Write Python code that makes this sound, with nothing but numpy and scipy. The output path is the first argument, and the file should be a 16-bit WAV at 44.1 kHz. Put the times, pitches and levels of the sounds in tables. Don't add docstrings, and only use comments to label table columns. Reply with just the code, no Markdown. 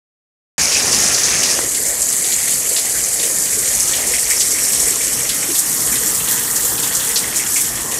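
import sys
import numpy as np
from scipy import signal
from scipy.fft import rfft, irfft, next_fast_len
from scipy.io import wavfile
from scipy.ndimage import uniform_filter1d, map_coordinates

SR = 44100
rng = np.random.default_rng(int(sys.argv[2]) if len(sys.argv) > 2 else 0)


def to_wav(s):
    ch = np.atleast_2d(s).T
    pcm = np.round(np.clip(ch, -1, 1) * 32767)
    wavfile.write(sys.argv[1], SR, pcm.astype(np.int16))


N = 352359

# t/s, level/dB, f/Hz
PUDDLE_SLAPS = [(0.7164, -14, 4700), (0.9347, -14, 4670), (1.431, -8, 4870), (1.7447, -15.5, 4740),
                (2.2405, -17, 4330), (2.3199, -15, 4610), (2.762, -9.5, 4840), (2.781, -16, 4720),
                (3.1954, -15.5, 4240), (3.2288, -18, 3140), (3.9328, -14.5, 3410), (3.9713, -23, 4590),
                (4.4056, -11, 4960), (5.2895, -11, 4640), (5.5508, -15.5, 4200), (5.9541, -17, 3430),
                (6.1988, -17.5, 2830), (6.2733, -16.5, 3420), (6.7773, -17.5, 3490), (6.8333, -16.5, 3320),
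                (6.9976, -18.5, 3390), (7.1584, -8, 4850), (7.9142, -21, 2960)]
# t/s, level/dB, f/Hz
CONCRETE_BURSTS = [(0.985, -3, 6320), (1.1444, -3, 5400), (1.2329, 0.5, 5870), (1.3881, -1.5, 6540),
                   (1.4298, -0.5, 6820), (1.8605, -3, 7560), (2.0151, 0.5, 7370), (2.085, -1, 7250),
                   (2.5341, -6, 7370), (2.8482, -6, 7360), (3.034, -3.5, 6890), (3.2286, 0, 7700),
                   (3.395, -11, 7300), (3.8764, -2, 6770), (4.067, -1.5, 7700), (4.3001, 0, 8270),
                   (4.3972, 1, 6600), (4.7988, -1.5, 8100), (4.8738, -1.5, 8800), (5.2894, -2.5, 8300),
                   (6.5568, -2, 6960), (6.9501, 0.5, 7100), (6.9886, -9, 6840), (7.0888, -4, 8880),
                   (7.1581, -0.5, 5360), (7.359, 1, 7560), (7.6046, -1, 8870)]


def amp(db):
    return 10 ** (np.asarray(db) / 20)


def unit(x):
    return x / np.sqrt(np.mean(x ** 2) + 1e-20)


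def curve(rows):
    return np.interp(np.arange(N) / SR, *np.transpose(rows))


def wobble(rate):
    knots = rng.standard_normal(int(N * rate / SR) + 4)
    return map_coordinates(knots, [np.arange(N) * rate / SR])


def filtered(x, response):
    size = next_fast_len(len(x) + 8192, True)
    return irfft(rfft(x, size) * response(np.fft.rfftfreq(size, 1 / SR)), size)[:len(x)]


def resonance(f, hz, width):
    return 1j * f * width / (hz * hz - f * f + 1j * f * width)


def log_response(points, f):
    hz, db = np.transpose(points)
    shape_db = np.interp(np.log(f + 1), np.log(hz), np.maximum(db, -70))
    cepstrum = irfft(np.log(amp(shape_db)))
    cepstrum[1:len(f) - 1] *= 2
    cepstrum[len(f):] = 0
    return rfft(cepstrum)


def heard_from(x, place, spectra, levels_db):
    f, t, z = signal.stft(x, SR, nperseg=4096)
    here = np.interp(t, np.arange(N) / SR, place)
    colour = np.exp(sum(np.outer(log_response(points, f), np.clip(1 - abs(here - k), 0, 1))
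                        for k, points in enumerate(spectra)))
    coloured = signal.istft(z * colour / np.linalg.norm(colour, axis=0), nperseg=4096)[1][:N]
    return amp(np.interp(place, np.arange(len(levels_db)), levels_db)) * unit(coloured)


def patchy(x, depth_db, size):
    z = signal.stft(x, nperseg=size)[2]
    field = uniform_filter1d(rng.standard_normal(z.shape), size=10, axis=0)
    field = uniform_filter1d(field, size=6, axis=1)
    return signal.istft(z * amp(depth_db * unit(field)), nperseg=size)[1][:N]


def drops(count, rate, spread_db):
    lands = rng.random(count) < rate / SR
    sizes = amp(spread_db * np.clip(rng.standard_normal(count), -3, 2.6))
    return unit(lands * sizes * rng.choice([-1, 1], count))


def droplets(rate, low_hz, high_hz, cycles, spread_db):
    when, pitch, life, size = rng.random((int(rate * N / SR), 4)).T[:, :, None]
    hz = low_hz + (high_hz - low_hz) * pitch
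    k = np.arange(256)
    turns = hz * k / SR
    decay = np.exp(-turns / (cycles * (0.5 + life)))
    pings = amp(-spread_db * np.log(size + 0.021)) * np.sin(2 * np.pi * turns) * decay
    return unit(np.bincount(((when * N).astype(int) + k).ravel(), pings.ravel(), N)[:N])


def clumps(rate, life_s, share):
    gobs = (rng.random(N) < rate / SR) * rng.exponential(1, N)
    density = signal.lfilter([1], [1, -np.exp(-1 / (life_s * SR))], gobs)
    return np.sqrt(1 - share + share * density / density.mean())


def gathering(gobs, swell_s=0.05):
    landings = np.array([s for s, *_ in gobs] + [np.inf])
    t = np.arange(N) / SR
    wait = landings[np.searchsorted(landings, t)] - t
    return np.exp(-wait / swell_s)


def splashes(rows, gain_db, rise, t60, width_share, rate):
    out, t = np.zeros(N + SR), np.arange(SR // 4) / SR
    shower = (1 - np.exp(-t / rise)) * amp(-60 * t / t60)
    for s, db, hz in rows:
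        ticks = drops(len(t), rate, spread_db=3.5) + 0.8 * rng.standard_normal(len(t))
        wet = unit(filtered(ticks, lambda f: resonance(f, hz, width_share * hz) ** 4))
        out[round(s * SR):][:len(t)] += amp(db + gain_db) * shower * wet
    return out[:N]


def rings(rows, gain_db, attack, t60, glide, scatter, lag):
    out, t = np.zeros(N + SR), np.arange(SR // 4) / SR
    decay = (1 - np.exp(-t / attack)) * amp(-60 * t / t60)
    for s, db, hz in rows:
        for k, (late, detune) in enumerate(rng.random((4, 2))):
            follower = k > 0
            pitch = hz * (1 + follower * scatter * (2 * detune - 1))
            tone = np.sin(2 * np.pi * pitch * t * (1 + glide * t / t60))
            onset = round((s + follower * late * lag) * SR)
            out[onset:][:len(t)] += amp(db + gain_db - 6.4 * follower) * decay * tone
    return out[:N]


def far_rain(place):
    # f/Hz, level/dB
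    open_eq = [(15, -47), (25, -21), (59, 0.5), (91, -1), (290, 1), (360, -1.5), (470, 1.5), (638, -2),
               (710, -1), (896, -4), (1800, -2.5), (2340, -0.5), (3960, -120)]
    edge_eq = [(15, -45), (25, -24), (54, 1), (91, -12), (127, -3), (199, -6.5), (265, -4), (379, -5),
               (454, -3), (749, -8), (896, -10.5), (1240, -10), (1480, -12), (1800, -6.5), (2340, -28),
               (3960, -120)]
    roof_eq = [(15, -33), (25, -19), (48, 0), (86, -5.5), (123, 1), (199, -2), (230, -1), (335, -1.5),
               (366, -10), (446, 0), (563, -9.5), (980, -4), (1150, -4), (1560, -7.5), (1800, -9),
               (2340, -30), (3960, -120)]
    faders = [-26.1, -35, -33, -32]
    # f/Hz, width/Hz, level/dB
    porch_modes = [(56, 8.4, -5), (117, 10, -8), (228, 13, -11.5), (466, 26, -6.5)]
    rain = unit(rng.standard_normal(N) + amp(-7.5) * drops(N, rate=300, spread_db=5.5))
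    rain = patchy(rain, depth_db=1.88, size=2048)
    wash = heard_from(rain, place, [open_eq, edge_eq, edge_eq, roof_eq], levels_db=[0])
    ring = filtered(wash, lambda f: sum(amp(db) * resonance(f, hz, width) for hz, width, db in porch_modes))
    level_db = np.interp(place, range(4), faders) + 1.14 + 0.71 * wobble(10)
    return amp(level_db) * unit(wash + 0.48 * ring)


def car_drumming(light_per_s=2, low_hz=246, high_hz=603):
    # t/s, level/dB, f/Hz
    heavy = [(2.712, -20, 476), (3.57, -19, 422), (4.11, -21, 473), (4.496, -20, 452), (5.003, -21, 445),
             (5.488, -16.5, 336), (5.917, -16.5, 226), (6.063, -19.5, 312)]
    light = [(when * N / SR, -33 + 6 * size, low_hz + (high_hz - low_hz) * pitch)
             for when, size, pitch in rng.random((int(light_per_s * N / SR), 3))]
    hits = list(heavy) + light
    return rings(hits, gain_db=-3, attack=0.0019, t60=0.097, glide=0.033, scatter=0.223, lag=0.035)


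def tap(gain_db=6):
    # t/s, level/dB
    hit = [(1.591, -10.5)]
    s, db = hit[0]
    push = np.zeros(N)
    push[round(s * SR)] = 1
    knock = filtered(push, lambda f: resonance(f, hz=600, width=1400) ** 2)
    return amp(db + gain_db) * knock / abs(knock).max()


def puddle_patter(place):
    # f/Hz, level/dB
    open_eq = [(820, -33), (1400, -11), (1860, 0), (2060, -6), (2410, 2.5), (3040, -1), (4400, -4),
               (5720, -34), (9680, -120)]
    edge_eq = [(820, -40.5), (1400, -8.5), (1610, -13.5), (1880, 1), (2260, 1), (2660, -4.5), (2960, -2),
               (3650, -4.5), (4400, -1.5), (5720, -30), (9680, -120)]
    roof_eq = [(820, -34), (1400, -7), (1890, 4.5), (2110, -2.5), (2380, -5.5), (2460, -6.5), (3360, 0),
               (3900, -7.5), (4400, -4.5), (5720, -49), (9680, -120)]
    faders = [-25, -30.5, -29, -32]
    # t/s, level/dB
    wander = [(0.6, 0.5), (1.5, 0), (1.76, -1), (2.1, -4), (2.3, 3), (2.6, -2), (2.85, 1.5), (3.12, -2),
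              (3.42, -3.5), (3.75, 1.5), (4.45, -0.5), (4.75, 1.5), (5.25, 1), (5.8, -3), (6, -0.5),
              (6.4, 0.5), (7.2, 2), (7.8, -1.5)]
    flow_db = curve(wander) + wobble(12) - 2.5 * gathering(PUDDLE_SLAPS)
    bubbles = droplets(rate=900, low_hz=1515, high_hz=4484, cycles=5, spread_db=0.5)
    impacts = drops(N, rate=1800, spread_db=9)
    hits = unit(impacts + amp(-3.5) * bubbles + amp(4.5) * rng.standard_normal(N))
    hits = patchy(hits * clumps(rate=55, life_s=0.0071, share=0.22), depth_db=1.86, size=512)
    return amp(flow_db - 1.14) * heard_from(hits, place, [open_eq, edge_eq, edge_eq, roof_eq], faders)


def glugs():
    # t/s, level/dB, f/Hz
    gobs = [(0.753, -8.5, 2410), (1.3212, -14, 1980), (2.949, -17.5, 1870), (3.518, -17, 2220),
            (4.1354, -11.5, 2140), (4.3066, -9.5, 2110), (4.5798, -16.5, 2190), (5.0063, -19, 2270),
            (5.424, -15.5, 2200), (5.921, -12, 1890), (7.1061, -18, 1870), (7.3961, -16, 2190),
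            (7.56, -11.5, 2300)]
    plinks = rings(gobs, gain_db=-3, attack=0.00059, t60=0.015, glide=0.04, scatter=0.16, lag=0.018)
    return plinks + splashes(gobs, gain_db=-9, rise=0.0017, t60=0.18, width_share=0.59, rate=2500)


def slaps(smack_hz=3020):
    contacts = [(s, db, smack_hz) for s, db, _ in PUDDLE_SLAPS]
    smack = splashes(contacts, gain_db=-12.5, rise=0.001, t60=0.11, width_share=0.88, rate=2000)
    shower = splashes(PUDDLE_SLAPS, gain_db=-7, rise=0.00083, t60=0.18, width_share=1.04, rate=2200)
    return smack + shower


def bursts():
    return splashes(CONCRETE_BURSTS, gain_db=-12.5, rise=0.00082, t60=0.17, width_share=0.88, rate=2600)


def concrete_spray(place):
    # f/Hz, level/dB
    lawn_eq = [(2120, -46), (3600, -16.5), (4280, -14), (4630, -9), (5340, -4), (6310, -2), (7400, -7),
               (10700, -12.5), (12800, -20.5), (14400, -29), (15700, -34)]
    runoff_eq = [(2120, -33), (3600, -24), (4610, -10), (5540, -11.5), (6150, -5), (7450, 1), (9470, -4),
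                 (11700, -5.5), (13100, -13), (15700, -27)]
    post_eq = [(2120, -51), (3600, -19.5), (4100, -21), (4490, -12), (5050, -10), (5540, -2), (6270, -3),
               (8270, 1), (9300, -3.5), (12000, -5.5), (12900, -10.5), (15700, -29)]
    roof_eq = [(2120, -18), (3600, -15), (4280, -9), (4690, -10.5), (5540, -6), (6350, -4), (7000, 0.5),
               (8320, 1.5), (9360, -1), (12000, -1.5), (13700, -3), (15000, -2), (15700, -27)]
    faders = [-14.5, -17, -16.5, -18.5]
    # t/s, level/dB
    runoff = [(0.6, 0.1), (1.45, -1), (1.8, -1), (2.35, 0.5), (3.45, 0.2), (3.92, 1.5), (4.03, -0.5),
              (4.35, 1), (4.88, 0.5), (4.96, -1.5), (5.47, -0.5), (5.7, 0.7), (6.55, 0.3), (7.2, -0.4),
              (7.32, -5), (7.58, 1.5), (7.7, -3.5), (7.98, -2.5)]
    flow_db = curve(runoff) + 0.54 * wobble(12) - 0.4 * gathering(CONCRETE_BURSTS)
    pings = droplets(rate=1500, low_hz=4360, high_hz=12040, cycles=3.3, spread_db=4)
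    impacts = drops(N, rate=4000, spread_db=3)
    ticks = unit(impacts + amp(-2.5) * pings + amp(2.9) * rng.standard_normal(N))
    ticks = patchy(ticks * clumps(rate=80, life_s=0.013, share=0.31), depth_db=1.03, size=512)
    return amp(flow_db) * heard_from(ticks, place, [lawn_eq, runoff_eq, post_eq, roof_eq], faders)


def scene():
    # t/s, place (0 facing the lawn, 1 facing the runoff, 2 by the post, 3 under the roof)
    path = [(0.6, 0), (1.15, 0.15), (1.48, 0.02), (1.69, 1), (2.6, 1), (3.3, 1.2), (4.1, 1.76), (4.75, 2),
            (5.7, 2.55), (6.6, 3), (7.4, 2.5), (7.9, 2.5)]
    place = curve(path)
    beds = far_rain(place) + puddle_patter(place) + concrete_spray(place)
    mono = beds + car_drumming() + tap() + glugs() + slaps() + bursts()
    return np.array([mono, mono])


def record(dry):
    ceiling, low_cut_hz, top_hz = 0.8, 33, 15750
    start_s, fade_s = 0.5805, 0.001
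    rounded = dry / (1 + abs(dry / ceiling) ** 6) ** (1 / 6)
    band = lambda f: (f < top_hz) * f ** 2 / np.sqrt(f ** 4 + low_cut_hz ** 4)
    fade_in = np.clip((np.arange(N) / SR - start_s) / fade_s + 0.5, 0, 1)
    return np.array([filtered(channel, band) for channel in rounded]) * fade_in


dry = scene()
out = record(dry)
to_wav(out)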